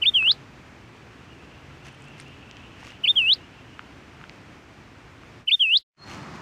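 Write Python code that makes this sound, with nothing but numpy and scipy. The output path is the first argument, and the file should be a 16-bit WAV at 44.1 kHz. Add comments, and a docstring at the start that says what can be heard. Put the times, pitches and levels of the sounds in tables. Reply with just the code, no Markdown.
"""Over the haze of a quiet yard a bird whistles a two-note call: a quick dip and rise, then a long scoop that
flicks up. Far birds chirp and a far engine swells once, while small ticks, crinkles and rustles sound close by
as someone walks with the microphone in hand. The call comes again; the yard drains away under a third. After a
moment of silence a street fades in, with a brief thin high tone and two last rustles."""
import sys
import numpy as np
from scipy import signal
from scipy.fft import rfft, irfft, next_fast_len
from scipy.io import wavfile
from scipy.ndimage import uniform_filter1d

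SR = 44100
rng = np.random.default_rng(int(sys.argv[2]) if len(sys.argv) > 2 else 0)


def wrap_up_sound(samples):
    """Save the sound to the file named by the first command line argument, as 16-bit audio."""
    columns = np.atleast_2d(samples).T
    # keep every value between -1 and 1, then stretch to whole-number steps
    tamed = np.clip(columns, -1, 1)
    steps = np.round(tamed * 32767).astype(np.int16)
    wavfile.write(sys.argv[1], SR, steps)


N = 282943
TIME = np.arange(N) / SR
CUTOFF_HZ = 15500


def from_db(db):
    """Decibels to gain."""
    return 10 ** (np.asarray(db) / 20)


def rms_one(x):
    """Scale to unit rms."""
    return x / np.sqrt(np.mean(x ** 2) + 1e-20)


def ramp(x):
    """Smooth step from 0 to 1 as x goes from 0 to 1."""
    return np.sin(np.pi / 2 * np.clip(x, 0, 1)) ** 2


def swell(peak_s, length_s, db):
    """Bell-shaped gain envelope."""
    return from_db(db) * np.exp(-(2 * (TIME - peak_s) / length_s) ** 2)


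def drift(rate_hz):
    """Smooth random wander of unit spread."""
    pole = np.exp(-2 * np.pi * rate_hz / SR)
    wander = signal.lfilter([1], [1, -2 * pole, pole * pole], rng.standard_normal(N + SR))
    return rms_one(wander[SR:])


def glide(points, t):
    """Smooth curve through (time, value) points, flat at each turn."""
    times, value = np.transpose(points)
    step = np.diff(times)
    slope = np.diff(value) / step
    inner_tangent = 2 * np.maximum(slope[:-1] * slope[1:], 0) / (slope[:-1] + slope[1:])
    tangent = np.r_[slope[0], inner_tangent, slope[-1]]
    k = np.searchsorted(times[1:-1], t)
    progress = np.clip((t - times[k]) / step[k], 0, 1)
    bend = (1 - progress) * (tangent[k] - slope[k]) - progress * (tangent[k + 1] - slope[k])
    return value[k] + step[k] * progress * (slope[k] + (1 - progress) * bend)


def haze(colour):
    """Unit noise shaped by an EQ curve of (Hz, dB) points."""
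    hz, db = np.transpose(colour)
    size = next_fast_len(N)
    bin_hz = np.maximum(np.arange(size // 2 + 1) * SR / size, 1)
    gain = from_db(np.interp(np.log(bin_hz), np.log(hz), db))
    return rms_one(irfft(rfft(rng.standard_normal(size)) * gain, size)[:N])


def narrow_noise(hz, width_hz):
    """Unit noise in one narrow band."""
    band = signal.butter(2, [hz - width_hz / 2, hz + width_hz / 2], "band", fs=SR, output="sos")
    return rms_one(signal.sosfilt(band, rng.standard_normal(N)))


def foliage(x, t60_s, predelay_s):
    """Leaves and walls scatter a short diffuse tail."""
    t = TIME[:SR // 4]
    scatter = rng.standard_normal(len(t)) * from_db(-60 * t / t60_s) * (t > predelay_s)
    return signal.fftconvolve(x, scatter / np.linalg.norm(scatter))[:N]


def yard(level_db=-47, fade_from_s=5.405, fall_db_per_s=208.5):
    """A steady bed of distant town noise that drains away as the last call begins."""
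    # colour of the yard haze: (frequency [Hz], level [dB])
    colour = [(25, -27), (38, -16), (60, -1.5), (120, 0), (190, -5.5), (280, -4), (550, -13), (1350, -14),
              (2500, -16), (3700, -25.5), (6000, -30), (8000, -37), (11500, -49), (15000, -49)]
    fall_db = fall_db_per_s * np.maximum(TIME - fade_from_s, 0)
    return from_db(level_db - fall_db + .5 * drift(8)) * haze(colour)


def far_engine(hum_hz=136, wobble=0.033, throb_db=3.0):
    """A far engine swells once, its hum wavering in pitch and level."""
    pitch = hum_hz * (1 + wobble * drift(13.4))
    hum = rms_one(np.sin(2 * np.pi * np.cumsum(pitch) / SR))
    return swell(peak_s=2.02, length_s=0.72, db=-47.5) * from_db(throb_db * drift(3.5)) * hum


def street(start_s=5.965, fade_s=0.16, traffic_db=-40, tone_attack_s=0.086, tone_t60_s=1.2):
    """Traffic haze fades in, and a thin high tone dies away over it."""
    # colour of the traffic haze: (frequency [Hz], level [dB])
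    colour = [(25, -28.5), (70, -4.5), (170, 1.5), (300, -2.5), (520, -12), (1200, -7), (2300, -15.5),
              (3700, -25), (5000, -24), (7000, -31), (9000, -40), (12000, -54), (15000, -48)]
    age = np.maximum(TIME - start_s, 0)
    traffic = from_db(traffic_db) * np.minimum(age / fade_s, 1) ** 1.03 * haze(colour)
    tone_envelope = from_db(-49.5 - 60 * age / tone_t60_s) * ramp(age / tone_attack_s)
    return traffic + tone_envelope * narrow_noise(hz=4260, width_hz=60)


def far_birds(count=16, from_s=1.25, to_s=3.7, loose_s=0.031, chirp_s=0.046, chirp_db=-52.5):
    """Small rising chirps, each a little different and blurred by distance, over a swelling chorus."""
    chirps, size = np.zeros(N), int(chirp_s * SR)
    sweep_hz = np.linspace(2570, 2930, size)
    phase = 2 * np.pi * np.cumsum(sweep_hz) / SR
    envelope = np.sqrt(np.hanning(size))
    for onset_s in np.linspace(from_s, to_s, count):
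        late, sharp, loud = rng.standard_normal(size=3)
        at = round((onset_s + loose_s * late) * SR)
        chirp = envelope * np.sin(phase * (1 + .04 * sharp))
        chirps[at:at + size] += from_db(chirp_db + 2 * loud) * chirp
    chorus_level = swell(peak_s=2.69, length_s=2.8, db=-57.5) * from_db(2.6 * drift(23))
    chorus = chorus_level * narrow_noise(hz=2804, width_hz=660)
    blur = from_db(-2) * foliage(chirps, t60_s=0.14, predelay_s=0.021)
    return chirps + blur + chorus


def cloth_rustles(grain_db=4.5):
    """Cloth slides in short grainy swells."""
    # slides of the cloth: (peak time [s], length [s], level [dB])
    slides = [(1.869, 0.046, -46), (2.205, 0.048, -47.5), (2.865, 0.12, -47), (6.128, 0.16, -45),
              (6.355, 0.023, -47.5)]
    # colour of the rubbing cloth: (frequency [Hz], level [dB])
    colour = [(100, 4), (900, 3.5), (2500, 10), (4000, -1), (6000, 1), (9000, -12.5), (15000, -27)]
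    friction = rms_one(haze(colour) * from_db(grain_db * drift(250)))
    return sum(swell(*slide) for slide in slides) * friction


def crinkle_spell(count=8):
    """A spell of tiny bright crinkles at random: (time [s], level [dB], lowest resonance [Hz])."""
    return list(rng.uniform(low=(1.78, -50, 5160), high=(2.4, -44, 9400), size=(count, 3)))


def close_ticks(shortest_rise_s=0.00019, lowpass_hz=10000):
    """Each tick, a soft low contact or a bright high crinkle, rings two modes that swell and die within a few
    cycles."""
    # the clearest ticks: (time [s], level [dB], lowest resonance [Hz])
    contacts = [(.225, -29, 1400), (0.274, -34, 1300), (.317, -32, 1440), (2.022, -41.5, 7700),
                (2.199, -32, 2120), (2.202, -32, 8950), (2.512, -32, 2880), (2.569, -36.5, 2900),
                (2.829, -36.5, 925), (2.875, -36, 1200), (2.920, -36, 2000), (3.793, -25.5, 1384),
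                (4.2131, -36.5, 1320), (4.2396, -31.5, 1440), (4.2955, -30, 2350), (5.234, -39, 1250)]
    # modes of a tick: (ratio to the lowest resonance, level [dB], rise to the peak [cycles])
    modes = [(1, 1, 1.22), (1.9, -1.5, 1.06)]
    ticks, t = np.zeros(N), TIME[:SR // 50]
    for onset_s, db, lowest_hz in contacts + crinkle_spell():
        at = round(onset_s * SR)
        for ratio, mode_db, cycles in modes:
            hz = lowest_hz * ratio
            if hz < CUTOFF_HZ:
                age = t / max(cycles / hz, shortest_rise_s)
                envelope = (age * np.exp(1 - age)) ** 2
                ticks[at:at + len(t)] += from_db(db + mode_db) * envelope * np.sin(2 * np.pi * hz * t)
    return signal.sosfilt(signal.butter(6, lowpass_hz, fs=SR, output="sos"), ticks)


def whistle_note(contour, start_s, gain_db, attack_s=0.024, release_s=0.014, jitter=0.003, rough=0.048):
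    """A nearly pure whistle: the octave shows on its lowest pitches; the tone roughens on its highest."""
    # throat resonance, which makes loudness follow pitch: (frequency [Hz], level [dB])
    throat = [(2170, -18), (2550, -8), (2800, -4), (3050, 0), (3350, -1.5), (3650, 0.8), (4250, 0),
              (5150, -19.5)]
    # second, third and fourth harmonic against the fundamental: (level [dB])
    overtones = [-45, -41.5, -47.5]
    t = TIME - start_s
    pitch = glide(contour, t) * (1 + jitter * drift(360))
    phase = 2 * np.pi * np.cumsum(pitch) / SR
    envelope = ramp((t - contour[0][0]) / attack_s) * ramp((contour[-1][0] - t) / release_s)
    level = envelope * from_db(gain_db + np.interp(pitch, *np.transpose(throat)))
    lowness = np.clip((2480 - pitch) / 200, 0, 1)
    highness = np.clip((pitch - 3650) / 700, 0, 1)
    tone = np.sin(phase) * (1 + rough * highness * drift(900))
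    tone += from_db(-12) * lowness * np.sin(2 * phase)
    for harmonic, overtone_db in enumerate(overtones, 2):
        rolloff = 1 / (1 + (harmonic * pitch / 11500) ** 12)
        flutter_db = drift(45)
        tone += from_db(overtone_db + flutter_db) * rolloff * np.sin(harmonic * phase)
    return level * tone


def bird(call_s=0.346, hiss_db=-57.5, wall_delay_s=0.033):
    """Three calls with faint hiss, scatter from nearby leaves, a longer tree tail and a wall echo."""
    # starts of the calls: (time [s])
    starts = [0.0033, 3.0219, 5.46]
    # first note, a quick dip and rise: (time into the call [s], pitch [Hz])
    dip = [(0.008, 2300), (0.022, 3070), (0.033, 2730), (0.044, 2180), (0.054, 2800), (0.064, 3410),
           (0.081, 3660), (0.092, 3600), (0.1, 3200)]
    # second note, a long scoop that flicks up: (time into the call [s], pitch [Hz])
    scoop = [(0.13, 2800), (0.141, 3320), (0.163, 3065), (0.188, 2725), (0.218, 2555), (0.272, 2955),
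             (0.297, 3530), (0.3125, 4190), (0.3205, 5150), (0.331, 3900)]
    # colour of the hiss under each call: (frequency [Hz], level [dB])
    hiss_colour = [(30, 1), (150, -2), (1000, -17.5), (2000, -9), (5000, -12.5), (8300, -18), (12000, -21),
                   (15500, -25.5)]
    whistle, calling = np.zeros(N), np.zeros(N)
    for start in starts:
        whistle += whistle_note(dip, start, gain_db=-12.5) + whistle_note(scoop, start, gain_db=-12)
        calling += (TIME > start + .01) & (TIME < start + call_s)
    hiss = from_db(hiss_db) * uniform_filter1d(calling, SR // 25) * haze(hiss_colour)
    leaves = from_db(-23) * foliage(whistle, t60_s=.07, predelay_s=.004)
    trees = from_db(-31) * foliage(whistle, t60_s=.17, predelay_s=.002)
    wall = from_db(-39) * np.interp(TIME - wall_delay_s, TIME, whistle)
    return whistle + leaves + trees + wall + hiss


def scene(silence_at_s=5.835):
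    """Mono mix: the birds over the yard, a moment of silence, then the street."""
    yard_mix = bird() + far_birds() + yard() + far_engine() + close_ticks()
    fade_out = ramp((silence_at_s - TIME) / .01)
    return (fade_out * yard_mix + street() + cloth_rustles())[None]


def record(dry):
    """A steep low-pass takes off the very top."""
    return signal.sosfilt(signal.ellip(12, .1, 80, CUTOFF_HZ, fs=SR, output="sos"), dry)


dry = scene()
out = record(dry)
wrap_up_sound(out)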